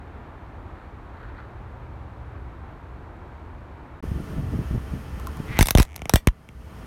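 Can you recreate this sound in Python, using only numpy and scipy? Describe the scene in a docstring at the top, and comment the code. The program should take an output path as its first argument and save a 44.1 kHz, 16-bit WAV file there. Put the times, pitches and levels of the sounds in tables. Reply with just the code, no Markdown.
"""Distant traffic rumbles and roars, heard from a microphone held just above the asphalt of a street.
After a cut, a car creeps up close in a light wind, popping grit under its tread. Its tyre grips a hollow
plastic container, creaks over it and splits it in two volleys of sharp cracks. Where the shell caves in
it shoves air at the microphone; the gain control ducks, then slowly lets the idling engine back in."""
import sys
import numpy as np
from scipy import signal
from scipy.fft import rfft, irfft, next_fast_len
from scipy.io import wavfile
from scipy.ndimage import uniform_filter1d, minimum_filter1d, map_coordinates

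SR = 44100
rng = np.random.default_rng(int(sys.argv[2]) if len(sys.argv) > 2 else 0)


def master(y):
    """Save y as 16-bit WAV."""
    cut = np.clip(np.atleast_2d(y).T, -1, 1)
    pcm = np.round(cut * 32767)  # scale
    wavfile.write(sys.argv[1], SR, pcm.astype(np.int16))


N = 302526

# cracks of the shell: t/s, strength/dB, brightness/dB, splinter tail/dB, cave-in (0 none, 1 full)
CRACKS = [(5.5884, -11, -1.5, -6, 0.32), (5.608, -10, 0, -1.5, 0.58), (5.6256, -8.5, 3, -20, 0.095),
          (5.6563, -20, 4.5, -5, 0.084), (5.6692, -18, 7.5, -21, 0.068), (5.6842, -14, 0, -9.5, 0.034),
          (5.7065, -8, 4, -17.5, 0.054), (5.7497, -12, -2, -11.5, 0.96), (5.7733, -13.5, -1.5, -20, 0),
          (5.782, -12, -1, -2, 0.49), (5.798, -12, -2, -4.5, 0.62), (5.8202, -20.5, 1.5, -13, 0.029),
          (5.8273, -19, 3.5, -24, 0), (5.8498, -37, -2, -18, 0), (5.9608, -27, 4.5, -19, 0.014),
          (6.094, -16, -0.5, -18, 0.013), (6.136, -13, 1, -9, 0.56), (6.1569, -9, 0.5, -10, 0.12),
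          (6.271, -12.5, 0, -24.5, 0.64), (6.2839, -28.5, -8, -17, 0.045)]
# resonances of the container: f/Hz, width/Hz, level/dB
SHELL_MODES = [(636, 900, -9.5), (1113, 720, 0), (2090, 790, -11), (3670, 520, 1), (5910, 470, -4),
               (8730, 640, 0.5), (11800, 980, -3), (14900, 1100, -4.5)]  # as it cracks
TAUT_MODES = [(1300, 900, -7), (2034, 95, 7), (2380, 270, -3.5), (3800, 2300, -20)]  # unbroken under the rubber
SPLIT_MODES = [(720, 140, 0), (1400, 400, -11), (2200, 300, 1), (3400, 700, -14), (5700, 1000, -16),
               (11000, 5000, -31)]  # split, plucked by the rubber
# rubber creaking over plastic: t/s, slip rate/Hz, level/dB
GRIP_STROKE = [(5.46, 116, -62), (5.485, 150, -42), (5.505, 222, -44.5), (5.528, 243, -37.5),
               (5.55, 228, -40), (5.57, 180, -34.5), (5.59, 135, -33)]  # the tyre takes hold
ROLL_STROKE = [(5.85, 128, -55), (5.9, 114.6, -45), (5.93, 81, -40.5), (5.965, 75, -37.5)]  # the split shell ratchets as the tyre rolls on
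# lone clicks under the tread: t/s, level/dB
RUBBER_SLIPS = [(5.571, -32), (5.979, -32), (5.993, -31.5), (6.019, -22), (6.056, -21.5), (6.4895, -31.5)]
GRIT_POPS = [(5.199, -38), (5.271, -27), (5.371, -37)]
# resonances of a popping grain and narrow bands ringing under the car: f/Hz, width/Hz, level/dB
PEBBLE_MODES = [(1044, 60, 1), (1360, 93, -3.5), (3200, 1800, -26), (7000, 3600, -26), (12600, 3000, -25.5)]
UNDERSIDE_MODES = [(3100, 190, 3), (6500, 250, -5.5), (9000, 400, -4), (9670, 150, -3), (12400, 200, -3.5)]
# load on the engine as the car creeps up and climbs the container: t/s, level/dB
ENGINE_LOAD = [(4.03, -0.8), (5.15, -0.5), (5.58, 1.5), (6.4, -3.5), (6.86, -2.9)]
# steady whines of the engine: f/Hz, level/dB against the rush
ENGINE_WHINES = [(445, -12), (1017, -34.5), (1319, -26), (1793, -21)]
# spectra close by, of the engine, its fan and wind on the microphone: f/Hz, level/dB
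CAR_RUMBLE = [(15, -38), (25, -16), (50, -7), (70, 4), (97, -8.5), (135, -10), (231, -16), (300, -28.5),
              (390, -46), (660, -120)]
FAN_RUSH = [(130, -30), (220, -5), (288, -3), (451, -5), (520, -8.5), (1350, -10), (1640, -15.5),
            (1760, -15), (2350, -19.5), (3130, -22.5), (3740, -28.5), (5360, -28), (7530, -34.5),
            (12400, -33.5), (16000, -39.5)]
WIND_BUFFET = [(29, -36), (50, 6.5), (70, -0.5), (145, -0.5), (194, -10), (285, -6.5), (503, -23.5),
               (800, -31), (1040, -61), (1760, -120)]
# the strongest eddies to hit the microphone: t/s, level/dB, f/Hz
EDDIES = [(4.035, -21.5, 332), (4.112, -17, 122), (4.197, -24.5, 200), (4.378, -16.5, 130),
          (4.553, -19, 110), (4.585, -18, 240), (4.706, -16.5, 132), (4.744, -15, 121), (4.774, -19, 110),
          (4.933, -19.5, 163), (5.397, -18, 164), (5.502, -21.5, 110)]
# gusts on top of the breeze, and faint scuffs on the asphalt: t/s, half-length/s, level/dB
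GUSTS = [(4.41, 0.048, -31), (4.58, 0.046, -22), (4.745, 0.042, -31.5), (4.945, 0.031, -30)]
SCUFFS = [(0.79, 0.086, -56), (1.187, 0.051, -52.5), (1.265, 0.063, -51.5), (1.396, 0.052, -48),
          (1.575, 0.018, -55)]
# spectra of the far traffic and of scraping grit: f/Hz, level/dB
STREET_RUMBLE = [(13, -47), (22, -18), (38, -1), (59, 3.5), (81, 4), (113, -3.5), (178, -11.5),
                 (300, -17.5), (390, -41), (660, -120)]
STREET_ROAR = [(120, -18), (200, -5.5), (341, 0.5), (418, -3.5), (594, -5), (944, -3.5), (1490, -10),
               (1630, -11), (3000, -27), (3900, -32.5), (6600, -120)]
STREET_HISS = [(1350, -31), (2300, -1.5), (2860, -13), (4330, -13), (4970, -18.5), (8920, -25),
               (10300, -27.5), (13300, -27), (15100, -35), (16000, -49)]
GRIT_SCRAPE = [(600, -25), (1300, 6.5), (1900, 0.5), (2600, -16), (3600, -17), (4400, -20), (5200, -37),
               (12000, -50)]


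def cracks(run_up_s=0.0011, snap_t60=0.013, tail_t60=0.091, scatter=0.068, piece_hz=2130):
    """Close by, each split runs briefly, snaps the shell and rings the piece; splinters crackle after."""
    out, t = np.zeros(N), np.arange(SR // 7) / SR
    edges_hz = [(450, 2500), (2500, 7500), (7500, 16500)]
    bands = [signal.butter(3, edge, 'bandpass', fs=SR, output='sos') for edge in edges_hz]
    since_snap = np.maximum(t - run_up_s, 0)
    rise = np.minimum(t / run_up_s, 1) ** 8
    for s, strength_db, bright_db, tail_db, cave in CRACKS:
        # the shell's resonances shift as it deforms
        modes = [(hz * np.exp(scatter * rng.normal()), width, db) for hz, width, db in SHELL_MODES]
        modes.append((piece_hz * 2 ** bright_db, 300, -5))  # a smaller piece is brighter, rings higher
        crackle_db = 4 * rng.standard_normal(len(t))
        decays = amp([-60 * since_snap / snap_t60, crackle_db - 60 * since_snap / tail_t60])
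        force = rise * decays * rng.standard_normal(decays.shape)  # rows: snap, splinters
        force[0, round(run_up_s * SR)] += 4.7  # the wall lets go all at once
        sound = 0.2 * force + resonate(force, modes)
        sound[1] += resonate(force[1], splinter_modes())
        body_db, middle_db, top_db = 3.5 * cave - bright_db - 0.5, -1.5, bright_db - 5
        for band, db in zip(bands, (body_db, middle_db, top_db)):
            snap, splinters = signal.sosfilt(band, sound)
            add(out, s, amp(strength_db + db) * (burst(snap) + amp(tail_db) * burst(splinters)))
    return out


def splinter_modes(count=12, low_hz=993, high_hz=15240, width_hz=35, db=1.5):
    """The splinters of one crack ring narrowly at random pitches."""
    pitches = low_hz * (high_hz / low_hz) ** rng.random(count)
    return [(hz, width_hz, db) for hz in pitches]


def shoves(cave_db=15, slip_db=-6, lag_s=0.001523, rest_hz=14, attack_s=0.00046, life_s=0.025):
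    """Air pushed by a cave-in or slip swings the microphone a few times, each slower than the last."""
    out, t = np.zeros(N), np.arange(SR // 10) / SR
    envelope = (1 - np.exp(-t / attack_s)) * np.exp(-(t / life_s) ** 2)
    pushes = [(s + lag_s, cave * amp(db + cave_db)) for s, db, _, _, cave in CRACKS if cave > 0]
    pushes += [(s, amp(db + slip_db)) for s, db in RUBBER_SLIPS]
    for s, size in pushes:
        # big pushes swing slowest; they quicken as the container is flattened
        fullness = np.exp(-0.22 * (s - CRACKS[0][0]))
        slowness = 1.896 * size ** 0.13 * fullness
        swing_hz = rest_hz + 1 / (slowness * (t + 0.00037))
        add(out, s, size * envelope * np.sin(2 * np.pi * np.cumsum(swing_hz) / SR))
    return out


def creak(stroke, modes, jitter):
    """Rubber sticks and slips; each slip plucks the shell."""
    out, span = np.zeros(N), slice(int(stroke[0][0] * SR), int(stroke[-1][0] * SR))
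    rate_hz, db = (curve[span] for curve in curves(stroke))
    uneven_hz = rate_hz * (1 + jitter * wobble(100)[span])
    slips = np.diff(np.floor(np.cumsum(uneven_hz) / SR), prepend=0)
    out[span] = amp(db + wobble(71)[span]) * unit(resonate(slips, modes))
    return out


def ticks(events, modes, grit_db=-26, grit_t60=0.02):
    """Lone clicks under the tread ring the shell or a pebble, each with a short gritty scuff."""
    out, t = np.zeros(N), np.arange(SR // 12) / SR
    for s, db in events:
        pluck = (t == 0) + amp(grit_db - 60 * t / grit_t60) * rng.standard_normal(len(t))
        add(out, s, amp(db) * burst(resonate(pluck, modes)))
    return out


def car(rumble_db=-33.5, rush_db=-43.5, hollow_db=-19):
    """At close range the engine rumbles and whines under the rush of its fan; all grow with its load."""
    load_db, = curves(ENGINE_LOAD)
    t = np.arange(N) / SR
    whine = sum(amp(db) * np.sqrt(2) * np.sin(2 * np.pi * hz * t + 0.6 * wobble(14))
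                for hz, db in ENGINE_WHINES)
    hollow = amp(hollow_db) * unit(resonate(rng.standard_normal(N), UNDERSIDE_MODES))
    rush = unit(bounced(noise(FAN_RUSH) + hollow))
    rumble = amp(rumble_db + 1.3 * load_db) * noise(CAR_RUMBLE)  # swings wider than the rush
    return rumble + amp(rush_db + load_db + 0.75 * wobble(11)) * (rush + whine)


def bounced(x, echo=0.096, count=9):
    """Road, wheel and floor pan return weak copies that comb the sound at the microphone."""
    delays_s = rng.uniform(0.001, 0.016, count)
    return x + echo * sum(np.roll(x, round(delay * SR)) for delay in delays_s)


def wind(breeze_db=-34.5, lull_s=4.5, lull_db_per_s=33, eddy_turns=0.32, eddy_db=2, eddy_lag_s=0.0058):
    """A lumpy breeze buffets the microphone, then dies away; eddies give pointed swings of pressure."""
    breeze = amp(breeze_db - lull_db_per_s * np.maximum(np.arange(N) / SR - lull_s, 0))
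    lumps = amp(5 * wobble(45))
    air = (breeze + swells(GUSTS)) * unit(lumps * noise(WIND_BUFFET))
    t = np.arange(-SR // 50, SR // 50) / SR
    for s, db, hz in EDDIES:
        swing = np.cos(2 * np.pi * hz * t) * np.exp(-np.abs(hz * t) / eddy_turns)
        add(air, s + eddy_lag_s + t[0], amp(db + eddy_db) * rng.choice([-1, 1]) * swing)
    return air


def traffic(rumble_db=-41, roar_db=-46, hiss_db=-67.5, recede_db_per_s=0.33, drone_hz=116.6):
    """Far off, engines rumble, one drones past, and tyre roar slowly recedes over a faint hiss."""
    t = np.arange(N) / SR
    rumble = amp(rumble_db + 0.6 * wobble(9.7)) * noise(STREET_RUMBLE)
    passing = swells([(1.98, 0.73, -43)]) * amp(0.71 * wobble(10))
    drone = passing * np.sin(2 * np.pi * drone_hz * t + 1.4 * wobble(12))
    roar = amp(roar_db - recede_db_per_s * t + 0.4 * wobble(14)) * noise(STREET_ROAR)
    return rumble + drone + roar + amp(hiss_db) * noise(STREET_HISS)


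def scuffs(patchy_db=4):
    """Grit scrapes faintly on the asphalt in short strokes."""
    return swells(SCUFFS) * unit(noise(GRIT_SCRAPE) * amp(patchy_db * wobble(400)))


def amp(db):
    """Decibels to gain."""
    return 10 ** (np.asarray(db) / 20)


def unit(x):
    """Scale to rms 1."""
    return x / np.sqrt(np.mean(x ** 2) + 1e-20)


def burst(x):
    """Scale a click to the energy of 2 ms at rms 1."""
    return x * np.sqrt(0.002 * SR / np.sum(x ** 2))


def curves(rows):
    """One value per sample for each column after the time."""
    s, *columns = np.transpose(rows)
    return [np.interp(np.arange(N) / SR, s, column) for column in columns]


def swells(rows):
    """Gain of bell-shaped swells given as t/s, half-length/s, level/dB."""
    t = np.arange(N) / SR
    return sum(amp(db) * np.exp(-((t - s) / half) ** 2) for s, half, db in rows)


def within(start, end):
    """1 between two times, with soft edges."""
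    t = np.arange(N) / SR
    return uniform_filter1d(1.0 * ((t >= start) & (t < end)), size=64)


def wobble(rate):
    """A smooth random curve, rate knots a second."""
    knots = rng.standard_normal(int(N * rate / SR) + 4)
    steps = np.arange(0, len(knots) - 1, 1 / 8)
    return np.interp(np.arange(N) * rate / SR, steps, map_coordinates(knots, [steps]))


def filtered(x, response):
    """x through a frequency response."""
    size = x.shape[-1]
    padded = next_fast_len(size + 1024)
    return irfft(rfft(x, padded) * response(np.fft.rfftfreq(padded, 1 / SR)), padded)[..., :size]


def noise(spectrum):
    """Noise of rms 1, its colour given as f/Hz, level/dB."""
    f, db = np.transpose(spectrum)
    white = rng.standard_normal(N)
    return unit(filtered(white, lambda hz: amp(np.interp(np.log(hz + 1), np.log(f), db))))


def resonate(x, modes):
    """x through resonances of alternating sign, given as f/Hz, width/Hz, level/dB."""
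    return filtered(x, lambda f: sum(
        (-1) ** k * amp(db) * 1j * f * width / (hz * hz - f * f + 1j * f * width)
        for k, (hz, width, db) in enumerate(modes)))


def add(track, s, sound):
    """Mix a sound in at time s."""
    room = track[round(s * SR):][:len(sound)]
    room += sound[:len(room)]


def scene(cut_s=4.005, resume_s=4.026, overdrive_db=5.5):
    """From road level, in mono: the empty street, a cut, then the car and the container close up."""
    gripping = creak(GRIP_STROKE, TAUT_MODES, jitter=0.0048)
    rolling = creak(ROLL_STROKE, SPLIT_MODES, jitter=0.03) + ticks(RUBBER_SLIPS, SPLIT_MODES)
    crushing = amp(overdrive_db) * (cracks() + shoves())
    approach = (car() + wind()) * within(resume_s, N / SR) + ticks(GRIT_POPS, PEBBLE_MODES)
    street = (traffic() + scuffs()) * within(0, cut_s)
    return (street + approach + gripping + rolling + crushing)[None]


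def record(dry, overload_db=10, ceiling_db=-2.6, hold_s=0.18, release_db_per_s=30, top_hz=16200):
    """The microphone saturates; gain control drops at once, holds and recovers; the top treble is cut."""
    mic = dry[0] / (1 + (dry[0] / amp(overload_db)) ** 4) ** (1 / 4)
    needed_db = np.minimum(0, ceiling_db - 20 * np.log10(np.abs(mic) + 1e-9))
    half = int(hold_s * SR / 2)
    held_db = minimum_filter1d(needed_db, 2 * half + 1, origin=half - 64)  # looks 64 samples ahead
    climb_db = release_db_per_s * np.arange(N) / SR
    gain_db = uniform_filter1d(np.minimum.accumulate(held_db - climb_db) + climb_db, size=64)
    return filtered(mic * amp(gain_db), lambda hz: 1 / (1 + (hz / top_hz) ** 120))[None]


dry = scene()
out = record(dry)
master(out)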